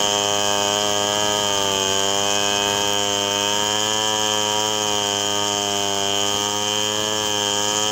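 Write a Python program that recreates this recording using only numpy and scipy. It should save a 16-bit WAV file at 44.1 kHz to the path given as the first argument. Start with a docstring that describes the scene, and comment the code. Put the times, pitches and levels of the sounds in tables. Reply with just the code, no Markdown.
"""A large two-stroke chainsaw rips along a log at full throttle, outdoors, a few metres away.
Every turn of the crank fires one exhaust pop, rings the muffler and blows a hissing jet of gas.
The speed sags and recovers as the chain bites; the cutters grind in the cut and throw chips.
A thin, very high hiss rises and falls with the chips."""
import sys
import numpy as np
from scipy import signal
from scipy.fft import rfft, irfft, next_fast_len
from scipy.io import wavfile
from scipy.ndimage import uniform_filter1d, map_coordinates

SR = 44100
rng = np.random.default_rng(int(sys.argv[2]) if len(sys.argv) > 2 else 0)


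def wav_out(sig):
    """Save sig, one row per channel (or a flat mono array), as 16-bit PCM at SR to the path in sys.argv[1]."""
    wavfile.write(sys.argv[1], SR, np.round(np.clip(np.atleast_2d(sig).T, -1, 1) * 32767).astype(np.int16))


N = 348831

# The pop's upper tones and the puff weaken as the saw turns away.
# Each row: time in seconds, relative level in dB.
EXHAUST_LEVEL = [(0.0, -27.5), (0.02, -29), (3.61, -29.5), (4.67, -30), (5.18, -31), (7.51, -31.5),
                 (7.91, -30.5)]


def amp(db):
    """Turn decibels into a gain."""
    return 10 ** (np.asarray(db) / 20)


def unit(x):
    """Scale to an average (rms) level of 1."""
    return x / np.sqrt(np.mean(x ** 2) + 1e-20)


def steady(x):
    """Hold the level near 1 all the time, keeping the single firings."""
    power = uniform_filter1d(uniform_filter1d(x ** 2, size=2600), size=2600)
    return x / np.sqrt(np.abs(power) + 1e-12)


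def curve(rows):
    """Join (seconds, value) points with straight lines."""
    return np.interp(np.arange(N) / SR, *np.transpose(rows))


def swells(rows):
    """A dB curve with one smooth bump or dip for each row."""
    t = np.arange(N) / SR
    return sum(db * np.exp(-((t - middle) / half) ** 2) for middle, half, db in rows)


def wobble(rate):
    """A smooth random curve of level 1, through `rate` random points a second."""
    points = rng.standard_normal(int(N * rate / SR) + 4)
    coarse = np.linspace(0, N, 8192)
    return unit(np.interp(np.arange(N), coarse, map_coordinates(points, [coarse * rate / SR])))


def causal(gain):
    """The frequency response with these gains that starts at once and then rings out."""
    cepstrum = irfft(np.log(np.maximum(gain, 1e-6)))
    half = len(cepstrum) // 2
    cepstrum[1:half] *= 2
    cepstrum[half + 1:] = 0
    return np.exp(rfft(cepstrum))


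def coloured(x, spectrum, peaks=()):
    """Pass x through a body with this spectrum and these narrow peaks; the result has level 1."""
    hz, db = np.transpose(spectrum)
    grid = np.fft.rfftfreq(8192, 1 / SR)
    body_db = np.interp(np.log(grid + 1), np.log(hz + 1), db)
    for centre, width, boost in peaks:
        body_db += boost / (1 + (2 * (grid - centre) / width) ** 2)
    return unit(signal.fftconvolve(x, irfft(causal(amp(body_db))))[:N])


def pulses(turns, jitter_ms, scatter_db):
    """One sharp pulse at each whole turn, a little uneven in time and size."""
    at = np.interp(np.arange(1, int(turns[-1])), turns, np.arange(N))
    late, size = rng.standard_normal((len(at), 2)).T
    at += late * jitter_ms * SR / 1000
    taps = np.floor(at)[:, None] + np.arange(-7, 9)  # a pulse can fall between samples
    offset = taps - at[:, None]
    shape = np.sinc(offset) * np.sinc(offset / 8) * amp(scatter_db * size)[:, None]
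    return unit(np.bincount(np.clip(taps, 0, N - 1).astype(int).ravel(), shape.ravel(), N))


def bursts(turns, rise, fall, leak):
    """Noise that surges once a turn over a steady leak; rise and fall are in turns."""
    age = turns % 1
    burst = (1 - np.exp(-age / rise)) * np.exp(-age / fall)
    return unit((burst + leak) * rng.standard_normal(N))


def echoed(x, sway_ms):
    """The log, the ground and the trunks echo the sound; the paths change as the saw sways."""
    # Each row: delay in milliseconds, echo level in dB.
    echoes = [(1.4, -11.5), (2.8, -4.5), (10.6, -10), (20.5, -4.5)]
    now = np.arange(N)
    out = x.copy()
    for delay_ms, db in echoes:
        lag = (delay_ms + sway_ms * wobble(1.6)) * SR / 1000
        out += amp(db) * np.interp(now - lag, now, x, left=0)
    return unit(out) * np.std(x)


def pops(turns):
    """The pressure wave of each firing: clean tones that line up into a pop."""
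    # Each row: order (multiple of the firing rate), relative level in dB.
    tones = [(1, -4), (2, -2.5), (3, -1.5), (4, 5), (5, 5), (6, 7.5), (7, 4.5), (8, 2.5), (9, 6),
             (10, -1.5), (11, -1.5), (12, 0.5), (13, -7.5), (14, -16.5), (15, -5), (16, -1), (17, -8.5),
             (18, -12.5), (19, -11.5), (20, -12.5), (21, -16), (22, -10.5)]
    # One tone fades or swells. Each row: middle in seconds, order, half length in seconds, change in dB.
    fades = [(1.22, 5, 0.091, -3), (1.88, 8, 0.15, -18), (1.88, 6, 0.18, -4.5), (2.7, 6, 0.49, -4.5),
             (3.3, 8, 0.26, -24), (3.383, 7, .25, -3.5), (4.3, 6, 0.81, -9), (4.3, 9, 0.92, 3),
             (5.5, 8, 0.98, -3), (5.72, 5, 0.49, -4.5), (5.855, 7, 0.3, 4), (6.63, 6, 0.25, -24),
             (7.012, 7, 0.29, -8), (7.28, 6, 0.13, -14), (7.9, 6, 0.42, -15)]
    order, order_db = np.transpose(tones)
    gains = amp(order_db) / np.linalg.norm(amp(order_db))
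    # part of the wave leaves at once, the rest after round trips in the muffler
    direct, trip_turns, smear = 0.84, 0.2, 0.0323
    trip = np.exp(-2j * np.pi * order * trip_turns)
    chamber = (direct + trip) / (1 + direct * trip)
    response = causal(np.r_[gains[0] / 10, gains])[1:]
    phases = np.angle(response * chamber) - smear * order ** 2
    bass, upper = amp(-22.5), amp(curve(EXHAUST_LEVEL) + 5.5)
    wave = np.zeros(N)
    for k, gain, phase in zip(order, gains, phases):
        # a ground bounce drifts in and out of step as the saw sways, most for short waves
        bounce = min(0.03 * k, 0.35) * np.sin(np.pi * wobble(1.2))
        fade = amp(swells([(middle, half, db) for middle, which, half, db in fades if which == k]))
        level = gain * (bass if k < 5 else upper) * fade * (1 + bounce)
        wave += level * np.cos(2 * np.pi * k * turns + phase)
    return np.sqrt(2) * wave * amp(0.56 * wobble(90))


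def puffs(turns):
    """Swirling gas bursts out each time the exhaust port opens."""
    # Each row: frequency in Hz, relative level in dB.
    spectrum = [(150, -38), (300, -9), (700, -13.5), (950, -6.5), (1220, -9.5), (1420, -10.5), (1630, -5),
                (2000, -18.5), (2600, -14), (4000, -64)]
    gas = bursts(turns + 0.036, rise=0.082, fall=0.46, leak=0.33)
    return amp(curve(EXHAUST_LEVEL) - 10.5) * coloured(gas, spectrum)


def muffler_ring(blows):
    """Each firing rings the steel muffler, heard directly and off nearby surfaces."""
    # Each row: frequency in Hz, relative level in dB.
    spectrum = [(1500, -30.5), (2100, -30), (2400, -8.5), (2540, -17.5), (2700, -11), (2900, -1), (3050, 5),
                (3160, 5.5), (3300, -1.5), (3410, -17), (3520, -9), (3640, -43), (4200, -19), (5500, -39)]
    # Each row: time in seconds, relative level in dB.
    levels = [(0.0, -26), (0.04, -24.5), (0.31, -26.5), (2.38, -26), (4.01, -25.5), (5.95, -27.5),
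              (6.21, -24.5), (6.52, -28.5), (6.85, -24.5), (6.92, -28), (7.49, -25.5), (7.62, -27.5),
              (7.87, -25), (7.91, -28)]
    gain = amp(curve(levels) + 1 + 0.47 * wobble(9.1))
    ring = coloured(blows, spectrum)
    delayed = np.roll(ring, round(0.0032 * SR))
    return gain * steady(ring + amp(-10) * echoed(delayed, sway_ms=0.051))


def cover_ring(blows):
    """The same blows ring the saw's cover at one narrow pitch."""
    # Each row: frequency in Hz, relative level in dB.
    spectrum = [(2100, -40.5), (2400, -33), (2500, 15.5), (2580, 8.5), (2680, -23), (3000, -44)]
    # Each row: time in seconds, relative level in dB.
    levels = [(0.0, -39), (0.42, -38.5), (1.3, -44), (1.76, -37.5), (2.22, -42), (2.31, -34), (2.86, -35),
              (3.1, -45), (3.5, -36), (3.83, -44), (4.63, -45), (5.04, -39), (5.31, -45), (7.91, -44.5)]
    return amp(curve(levels) - 1.5 + 1.8 * wobble(5.7)) * steady(coloured(blows, spectrum))


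def jet_hiss(turns):
    """Each firing blows a hissing jet of gas through the port."""
    # Each row: frequency in Hz, relative level in dB.
    spectrum = [(2500, -28.5), (3600, -20), (4400, -12), (4900, -3.5), (5600, -1.5), (5950, -2), (6400, 4),
                (6900, 2), (7040, -4), (7600, -2.5), (8000, -11), (9000, -21.5), (11700, -41)]
    # The steel around the outlet rings. Each row: frequency in Hz, width in Hz, boost in dB.
    steel_peaks = [(4220, 120, 3), (5090, 150, 4), (5510, 200, 5), (6240, 110, 7), (6690, 200, 4),
                   (6850, 130, 5), (7350, 220, 7), (8360, 90, 6)]
    # Each row: time in seconds, relative level in dB.
    levels = [(0.0, -27), (0.02, -26.5), (0.97, -27.5), (2.34, -26.5), (3.15, -28.5), (3.77, -27),
              (6.98, -28), (7.82, -26), (7.91, -28)]
    rush = 0.71 * pulses(turns, jitter_ms=0.013, scatter_db=1.5)
    rush += bursts(turns, rise=0.1, fall=0.13, leak=0.21)
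    gain = amp(curve(levels) - 0.34 + 0.85 * wobble(60) + 0.41 * wobble(7))
    return gain * steady(echoed(coloured(rush, spectrum, steel_peaks), sway_ms=0.049))


def chain_load():
    """How hard the chain is fed into the wood, as a grinding level in dB."""
    # Each row: time in seconds, relative level in dB.
    feed = [(0, -47), (2.85, -47), (3.1, -49), (7.91, -50)]
    # The cutters dig deeper. Each row: middle in seconds, half length in seconds, boost in dB.
    bites = [(.01, 0.041, 10), (.6, 0.067, 3), (.87, 0.067, 5), (1.34, 0.13, 5.5), (1.65, 0.094, 6),
             (2.5, 0.15, 2.5), (2.75, 0.089, 8), (3.62, 0.07, 4), (4.88, .05, 4), (6.37, 0.059, 9),
             (7.0, .06, 7), (7.26, .05, 7), (7.74, .05, 7)]
    return curve(feed) + swells(bites)


def grinding(load_db):
    """A deep bite thumps the log, while the rasp of the cutters stays more even."""
    # Each row of both tables: frequency in Hz, relative level in dB.
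    log_spectrum = [(20, -67), (40, -14), (70, 1), (160, 2), (300, -0.5), (600, -6), (1500, -34),
                    (4000, -59)]
    cut_spectrum = [(100, -23), (350, -7), (700, -8), (1200, 0), (1450, -20), (2100, -14.5), (4000, -7),
                    (9000, -21)]
    tearing = rng.standard_normal(N) * amp(1.9 * wobble(160) + 1.1 * wobble(22))
    scraping = rng.standard_normal(N) * amp(1.1 * wobble(120))
    thump = amp(load_db + 3) * coloured(tearing, log_spectrum)
    rasp = amp((load_db + np.mean(load_db)) / 2 + 9.5) * coloured(scraping, cut_spectrum)
    return thump + rasp


def chips_and_high_hiss(turns, load_db):
    """A spray of chips and a thin, very high hiss surge each turn and grow as the chain bites."""
    # The chips, plus the hiss: a microphone resonance near 15 kHz.
    # Each row: frequency in Hz, relative level in dB.
    spectrum = [(5000, -6), (8000, -8), (8700, -4), (9400, -3), (9900, -14.5), (10800, -6), (11600, -10),
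                (12600, -7), (14100, -13), (14600, 4), (15400, 4.5), (15800, 0.5)]
    # Thin overtones of the chain and its bar. Each row: frequency in Hz, width in Hz, boost in dB.
    bar_peaks = [(8090, 160, 9), (11000, 150, 3), (12080, 280, 8)]
    gain = amp(-41.5 + 0.23 * (load_db - np.mean(load_db)))
    flecks = bursts(turns, rise=0.046, fall=0.28, leak=0.32) * amp(3.3 * wobble(350) + 1.1 * wobble(30))
    return gain * echoed(coloured(flecks, spectrum, bar_peaks), sway_ms=0.028)


def scene():
    """One crank drives both the exhaust and the chain."""
    # The engine sags under load and recovers. Each row: time in seconds, firings a second.
    speed = [(0.0, 103.62), (0.07, 102.43), (0.66, 101.24), (0.82, 103.57), (1.02, 102.02), (1.21, 104.2),
             (1.4, 103.53), (1.5, 101.03), (1.84, 96.63), (2.3, 101.2), (2.83, 102.01), (3.32, 100.74),
             (3.99, 107.77), (4.47, 105.05), (4.71, 107.01), (5.1, 101.5), (5.46, 102.65), (6.02, 99.68),
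             (6.41, 102.85), (7.14, 107.16), (7.5, 101.99), (7.91, 106.9)]
    turns = 0.68 + np.cumsum(curve(speed) * (1 + 0.00108 * wobble(40))) / SR
    exhaust = pops(turns + 0.0081) + puffs(turns)  # the pop gets out just before the steel rings
    blows = pulses(turns, jitter_ms=0.0031, scatter_db=0.35)
    blows += 0.23 * bursts(turns, rise=0.12, fall=1.0, leak=0.5)
    exhaust += muffler_ring(blows) + cover_ring(blows) + jet_hiss(turns)
    load_db = chain_load()
    return (exhaust + grinding(load_db) + chips_and_high_hiss(turns, load_db))[None]


def record(dry):
    """Cut off the very highest treble."""
    top_hz = 15780
    size = next_fast_len(N + SR // 2)
    return irfft(rfft(dry, size) * (np.fft.rfftfreq(size, 1 / SR) < top_hz), size)[:, :N]


dry = scene()
out = record(dry)
wav_out(out)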